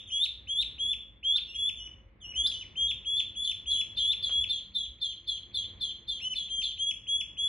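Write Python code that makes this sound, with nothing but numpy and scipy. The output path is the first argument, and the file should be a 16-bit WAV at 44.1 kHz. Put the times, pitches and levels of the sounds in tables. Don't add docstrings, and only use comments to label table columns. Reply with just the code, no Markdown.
import sys
import numpy as np
from scipy import signal
from scipy.fft import rfft, irfft, next_fast_len
from scipy.io import wavfile
from scipy.ndimage import uniform_filter1d

SR = 44100
rng = np.random.default_rng(int(sys.argv[2]) if len(sys.argv) > 2 else 0)


def dump(signal):
    limited = np.clip(np.atleast_2d(signal).T, -1, 1)
    pcm = np.round(limited * 32767).astype(np.int16)
    wavfile.write(sys.argv[1], SR, pcm)


N = 329868
LEAD = SR // 4
PADDED = N + 2 * LEAD


def from_db(db):
    return 10 ** (np.asarray(db) / 20)


def at_hz(points, hz):
    points = np.array(points)
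    return np.interp(np.log(np.maximum(hz, 1)), np.log(points[:, 0] + 1), points[:, 1])


def wobble(count, hz):
    r = np.exp(-2 * np.pi * hz / SR)
    slow = signal.lfilter([1], [1, -2 * r, r * r], rng.standard_normal(count + 3000))[3000:]
    return slow / slow.std()


# frequency in Hz, density in dB per Hz.
HUM_SPECTRUM = [(22, -25.5), (45, -1), (100, -3.5), (130, -11.5), (250, -16), (550, -22.5), (750, -29),
                (1050, -26), (1500, -30.5), (2200, -25.5), (2800, -34), (4000, -45), (5000, -57),
                (8000, -91)]
# frequency in Hz, typical peak level in dB.
APPLIANCE_TONES = [(54, -61.5), (196, -74), (240, -77.5), (300, -80), (344, -80), (538, -80.5)]
# frequency in Hz, left-right likeness from -1 to 1.
PORT_LIKENESS = [(60, 0.92), (130, 0.942), (290, 0.65), (640, 0.54), (1410, 0.082), (3100, 0.85),
                 (6820, -0.36), (15000, 0.21)]
# peak time in seconds, lift in dB.
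RUMBLE_SWELLS = [
    (.9, 3.5),
    (1.95, 1.5),
    (2.42, 5),
    (2.9, 1.5),
    (3.9, 3.5),
    (4.32, 4),
    (5.7, 2),
    (7.3, 3),
]


def hum():
    hz, t = np.fft.rfftfreq(N, 1 / SR), np.arange(N) / SR
    mid, side = rfft(rng.standard_normal((2, N))) * from_db(at_hz(HUM_SPECTRUM, hz))
    alike = np.clip(at_hz(PORT_LIKENESS, np.minimum(hz, 1400)), -1, 1)
    noise = irfft(np.sqrt(1 + alike) * mid + np.sqrt(1 - alike) * side * [[1], [-1]], N)
    hum_db, swell_s = -67, 0.2246
    swell_db = sum(db * np.exp(-((t - s) / swell_s) ** 2) for s, db in RUMBLE_SWELLS)
    noise *= from_db(hum_db + swell_db + 8.5 + 1.6 * wobble(N, 2.0)) / noise.std()
    flicker_db, drift_hz = 4.5, 4.038
    for tone_hz, db in APPLIANCE_TONES:
        level = from_db(db + flicker_db * wobble(N, 1.9))
        phase = 2 * np.pi * np.cumsum(tone_hz + drift_hz * wobble(N, 4.9)) / SR
        noise = noise + level * np.sin(phase)
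    return noise


# start in seconds, peak level in dB.
FINGER_THUDS = [
    (0.47, -54),
    (2.372, -47.5),
    (2.821, -48),
    (3.662, -49),
    (3.986, -53.5),
    (4.374, -48.5),
    (4.873, -52),
]


def thuds():
    out, t = np.zeros(N + SR), np.arange(SR // 5) / SR
    bump = np.sin(2 * np.pi * 62 * t) * (t / 0.00995) * np.exp(-t / 0.018)
    for s, db in FINGER_THUDS:
        out[round(s * SR):][:len(t)] += from_db(db + 8.0) * bump
    return out[:N]


# frequency in Hz, gain in dB.
BEAK_ROOM_COLOUR = [(1400, -4.5), (2200, -11), (3300, -2.5), (4200, -3.5), (5100, -4), (6600, -4.5),
                    (7050, -17.5), (7450, -11.5), (8200, -8), (10000, 2), (11500, 3), (12500, -18),
                    (13300, -2), (15600, -8)]
# frequency in Hz, time to fall 60 dB in seconds.
ROOM_DECAY = [(1500, 0.41), (3400, 0.4532), (6500, 0.3635), (10000, 0.2764), (15000, 0.15)]
# frequency in Hz, radians by which the left leads.
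PORT_LEAD = [(0, 0), (600, -0.3), (1460, 1.8), (2670, -0.6), (5080, -0.1), (5430, 2.1), (6370, 2.0),
             (7490, 3.3), (8350, 5.9), (9820, 6.5), (10900, 7.6), (11800, 9.1), (13700, 9.9), (15400, 12.8)]


def living_room(dry, wet_db, own_db):
    size = next_fast_len(len(dry) + SR)
    hz, t = np.fft.rfftfreq(size, 1 / SR), np.arange(SR) / SR
    tail = np.zeros((2, SR))
    for centre in np.geomspace(1500, 15000, 6):
        edges = [centre / 10 ** .1, centre * 10 ** .1]
        band = signal.butter(2, edges, "band", fs=SR, output="sos")
        decay = from_db(-60 * t / at_hz(ROOM_DECAY, centre))
        tail += signal.sosfilt(band, rng.standard_normal((2, SR))) * decay
    tail *= 1 - np.exp(-t / 0.0007)
    shared, own = rfft(tail / np.sqrt(np.sum(tail[0] ** 2)), size)
    side = np.array([[1], [-1]])
    path = 1 + from_db(wet_db) * (shared + from_db(own_db) * own * side)
    ports = from_db(at_hz(BEAK_ROOM_COLOUR, hz)) * np.exp(.5j * side * at_hz(PORT_LEAD, hz))
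    return irfft(rfft(dry, size) * path * ports, size)[:, LEAD:LEAD + N]


# start in seconds, peak level in dB.
CLAW_TAPS = [
    (4.292, -45.5),
]


def claw_tap():
    out = np.zeros(PADDED)
    burst = np.exp(-np.arange(3000) / 900)
    for s, db in CLAW_TAPS:
        out[round(s * SR) + LEAD:][:3000] = from_db(db + 9.5) * rng.standard_normal(3000) * burst
    return signal.sosfilt(signal.butter(2, [280, 2600], "band", fs=SR, output="sos"), out)


def whistle(out, knots, overtones_db, rough, opening=0.0044):
    s, hz, db = np.transpose(knots)
    at = np.arange(round(s[0] * SR), round(s[-1] * SR))
    pitch = uniform_filter1d(np.interp(at / SR, s, hz), size=177, mode="nearest")
    pitch *= 1 + 0.0021 * wobble(len(at), 22)
    tremble = 1 + rough * wobble(len(at), 4000 * rough + 230)
    phase = 2 * np.pi * np.cumsum(pitch * tremble) / SR
    opened = np.minimum(1, (at - at[0]) / SR / opening) ** 2
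    shutting = np.minimum(1, pitch / 2743) ** 12
    tone = np.sin(phase) * from_db(overtones_db[0])
    for harmonic, overtone_db in enumerate(overtones_db[1:], 2):
        tone += opened * shutting * from_db(overtone_db) * np.sin(harmonic * phase)
    edge = np.minimum(1, np.minimum(at - at[0], at[-1] - at) / 90)
    out[at + LEAD] += np.sqrt(2) * from_db(np.interp(at / SR, s, db)) * edge * tone


def shifted(shape, s, db):
    return [(s + t, hz, db + rel) for t, hz, rel in shape]


# start in seconds, high Hz, low Hz, drop after start in seconds, level in dB.
FAR_PEEPS = [(2.88, 3601, 3118, 0.0344, -33), (3.168, 3548, 3090, 0.0548, -27.5),
             (3.442, 3485, 2988, 0.0695, -28.5), (3.707, 3452, 3120, 0.0725, -25),
             (3.971, 3563, 3056, 0.0843, -28.5), (4.229, 3456, 3205, 0.0854, -27.5),
             (4.495, 3568, 3228, 0.1018, -27.5), (4.751, 3558, 3237, 0.11, -28),
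             (5.017, 3525, 3159, 0.112, -28.5), (5.278, 3469, 3167, 0.1017, -28.5),
             (5.546, 3523, 3195, 0.095, -27), (5.812, 3514, 3141, 0.0997, -28),
             (6.083, 3562, 3164, 0.1103, -30.5), (6.358, 3509, 3227, 0.1076, -29.5),
             (6.629, 3534, 3121, 0.0912, -28)]


def far_two_voiced(out):
    for s, high_hz, low_hz, after, db in FAR_PEEPS:
        second_rel = -6.5 - 338 * max(0, 0.0878 - after)
        second_db = db + second_rel
        whistle(out, shifted([(-.036, 1950, -42.5), (-.031, 2300, -27.5), (-.024, 3000, -37.5)], s, db),
                [0], rough=0.0061)
        main = [(-.016, 4450, 1.2 * second_rel - 28), (-.010, 4300, 1.8 * second_rel - 14),
                (-.004, 1.03 * high_hz, -17), (.002, high_hz, -4),
                (.019, .995 * high_hz, 0.5), (.04, 1.035 * low_hz, -4),
                (after - .016, low_hz, -13), (after - .004, .94 * low_hz, -19),
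                (after + 0.0033, 0.78 * low_hz, -26), (after + 0.0097, 1950, -34)]
        whistle(out, shifted(main, s, db), [1, -16, -34.5, -37.5], rough=rng.uniform(.004, .008), opening=0.05)
        bend = 1 + 0.023 * rng.standard_normal()
        second = [(-.003, 4700 * bend, -21.5), (.007, 4280 * bend, -2), (.019, 3930, 2.5), (.03, 3800 / bend, -15)]
        whistle(out, shifted(second, s, second_db), [0, -22, -34], rough=.022, opening=0.005)
        rasp = [(-.006, 4500, -22.5), (.006, 4700, -24), (0.05, 4500, -31.5)]
        whistle(out, shifted(rasp, s, second_db), [0, -14, -30], rough=0.24)
        for times, mix_db in ((1, -20), (2, -23), (3, -34)):
            mixed = [(t - .005, hz + times * high_hz, rel + mix_db - 8.5) for t, hz, rel in second]
            whistle(out, shifted(mixed, s, second_db), [0], rough=0.037)


# lowest point in seconds, closing drop in seconds, lowest Hz, level in dB,
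# entry level in dB.
FAR_SOFT_PEEPS = [
    (0.118, 0.011, 2864, -42.5, -47),
    (1.495, .007, 2724, -42.5, -67),
    (1.809, .007, 2879, -41, -47.5),
    (2.258, 0.006, 2807, -40, -49),
    (2.559, .04, 2914, -40, -37),
]


def far_soft(out):
    dip_s, dip_share = .04, 1.14
    for s, drop, hz, db, entry_db in FAR_SOFT_PEEPS:
        hold = .068 - drop / 2
        rebound = .045 * np.clip(3 + (entry_db - db + 8.5) / 15, 0, 1)
        knots = [(s - dip_s - .015, 1.15 * dip_share * hz, entry_db - 18),
                 (s - dip_s, dip_share * hz, entry_db), (s, hz, db),
                 (s + .035, (1 + rebound) * hz, db - 4.5),
                 (s + hold, (1 + .7 * rebound) * hz, db),
                 (s + hold + drop, 0.68 * hz, db - 10)]
        whistle(out, knots, [1.0, -13.0, -30, -41.5, -38.5], rough=.006)


def far_duckling():
    out = np.zeros(PADDED)
    far_two_voiced(out)
    far_soft(out)
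    return out


# time in seconds, depth in dB.
ECHO_NULLS = [(0.188, 8.5), (0.548, 14.5), (1.344, 12.5), (1.577, 10), (2.432, 14.5), (2.886, 13.5),
              (6.295, 19), (6.856, 8), (7.19, 12)]


def held_note(s, length, shelf_hz, last_hz, db, pause, cracks):
    land = .85 if pause > .6 else 0.9602 - 0.506 * (last_hz / shelf_hz - 1)
    settle_s, crest_s = 0.013827, 0.04712
    settled = land + 0.4469 * (1 - land)
    t, climb = np.linspace(0, length, num=40), max(crest_s + .004, length - .056)
    hz = np.interp(t, [0, settle_s, crest_s, climb, length],
                   [land * shelf_hz, settled * shelf_hz, shelf_hz, 0.9892 * shelf_hz, last_hz])
    hz[2:-2] = uniform_filter1d(hz, size=5)[2:-2]
    swell_db = 3.5 * cracks
    level = db + np.interp(t, [0, settle_s, 0.0507, climb, length - .02, length],
                           [-13.5, -3.5, 0, 0, swell_db, swell_db - 2.5])
    null_s = .01
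    level -= sum(depth_db * np.exp(-((s + t - at) / null_s) ** 2) for at, depth_db in ECHO_NULLS)
    return list(zip(s + t, hz, level))


# time in seconds, top Hz, level in dB, delay of the drop in
# seconds, half-pitch rasp in dB.
VOICE_CRACKS = [
    (0.241, 4246, -26, .013, -59),
    (0.615, 4051, -25, .012, -61),
    (0.924, 3636, -50.5, 0.0059, -71.5),
    (1.364, 4403, -28.5, 0.019, -51.5),
    (2.467, 5266, -25.5, 0.05, -54),
    (4.121, 4282, -33.5, 0.015, -59.5),
]


def voice_cracks(out):
    for s, top_hz, db, _, rasp_db in VOICE_CRACKS:
        crack = [(s - .005, 3620, db + 4.5), (s, 3800, db),
                 (s + 0.01, top_hz, db - 9.5), (s + 0.016, .97 * top_hz, db - 13.5)]
        whistle(out, crack, [0], rough=.03)
        whistle(out, crack, [-61.5, -20.0, -29.5, -53.5], rough=0.062)
        breath = [(-.004, 5300, -1.0), (.004, 5400, 4), (0.025, 5000, -6.5)]
        whistle(out, shifted(breath, s, rasp_db), [0], rough=0.13)
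        half_pitch = [(-.002, 1550, -10.5), (0.0032, 1520, 0), (0.06, 1450, -20)]
        whistle(out, shifted(half_pitch, s, rasp_db), [0], rough=0.21)


# start in seconds, length in seconds, shelf Hz, last Hz, level in dB.
NEAR_PEEPS = [(-.2, 0.1285, 3326, 3702, -29), (0.111, 0.1285, 3351, 3708, -28.5),
              (0.481, 0.1298, 3339, 3700, -28.5), (0.791, 0.1319, 3367, 3549, -27),
              (1.239, 0.11965, 3336, 3643, -23.5), (1.549, .14, 3388, 3530, -28),
              (2.349, .112, 3299, 3526, -27.5), (2.765, 0.1411, 3274, 3413, -26.5),
              (3.057, 0.1396, 3372, 3507, -27.5), (3.36, 0.151, 3442, 3572, -31.5),
              (3.667, 0.1396, 3373, 3430, -29), (3.982, 0.1306, 3348, 3578, -27.5),
              (4.304, .132, 3354, 3455, -25.5), (6.211, 0.1208, 3045, 3019, -31),
              (6.496, 0.1184, 3252, 3182, -31.5), (6.786, 0.1202, 3286, 3361, -28.5),
              (7.077, 0.12955, 3355, 3422, -27.5), (7.379, 0.1004, 3372, 3450, -27.5)]
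# time in seconds, overtone lift in dB, left minus right in dB.
BEAK_FACING = [(0, 0, 0.5), (0.801, -2.5, 0.8), (1.303, -7, 0), (1.701, 2, 1), (2.4, 1.5, 0.5),
               (2.897, -5, 1.5), (3.497, 3.5, 1.38), (4.202, -4.5, 1.5), (6.3, 1, 1), (6.8, 1, 1.5),
               (7.48, 0, 0.9)]


def near_duckling():
    out = np.zeros(PADDED)
    when, lifts_db, _ = np.transpose(BEAK_FACING)
    for peep, before in zip(NEAR_PEEPS, NEAR_PEEPS[:1] + NEAR_PEEPS):
        end = peep[0] + peep[1]
        wait = sum(crack[3] for crack in VOICE_CRACKS if abs(crack[0] - end) < .035)
        held = held_note(*peep, pause=peep[0] - before[0], cracks=wait > .01)
        (s0, hz0, db0), (s1, hz1, db1) = held[0], held[-1]
        spent_db = db1 - 300 * wait
        swoop = [(s0 - .012, 0.65 * hz0, db0 - 11), (s0 - .007, .88 * hz0, db0)]
        drop = [(0.002, min(hz1, 3380), -0.5), (0.0058, 2850, 3.5), (0.01589, 2050, -13.0)]
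        knots = swoop + held + shifted(drop, s1 + wait, spent_db)
        lift_db = np.interp(s0, when, lifts_db) * np.array([0.3, 1.7, 1.8, 1.3])
        whistle(out, knots, np.array([2, -15, -30, -39]) + lift_db, rough=0.003, opening=0.014)
        overshoot = [(.003, 4250, -26), (.008, 3900, -23), (.016, 3650, -27)]
        whistle(out, shifted(overshoot, s0, db0), [0], rough=.06)
    voice_cracks(out)
    return out


def scene():
    when, _, pans_db = np.transpose(BEAK_FACING)
    pan_db = np.interp(np.arange(N) / SR, when, pans_db) * [[.5], [-.5]]
    far = living_room(far_duckling(), wet_db=-5, own_db=-15.0) * from_db([[.15], [-.15]])
    near = living_room(near_duckling() + claw_tap(), wet_db=-8.0, own_db=-11.5) * from_db(pan_db)
    return hum() + thuds() + far + near


def low_pass(x):
    return signal.sosfilt(signal.butter(12, 15840, fs=SR, output="sos"), x)


def record(dry):
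    return low_pass(dry)


dry = scene()
out = record(dry)
dump(out)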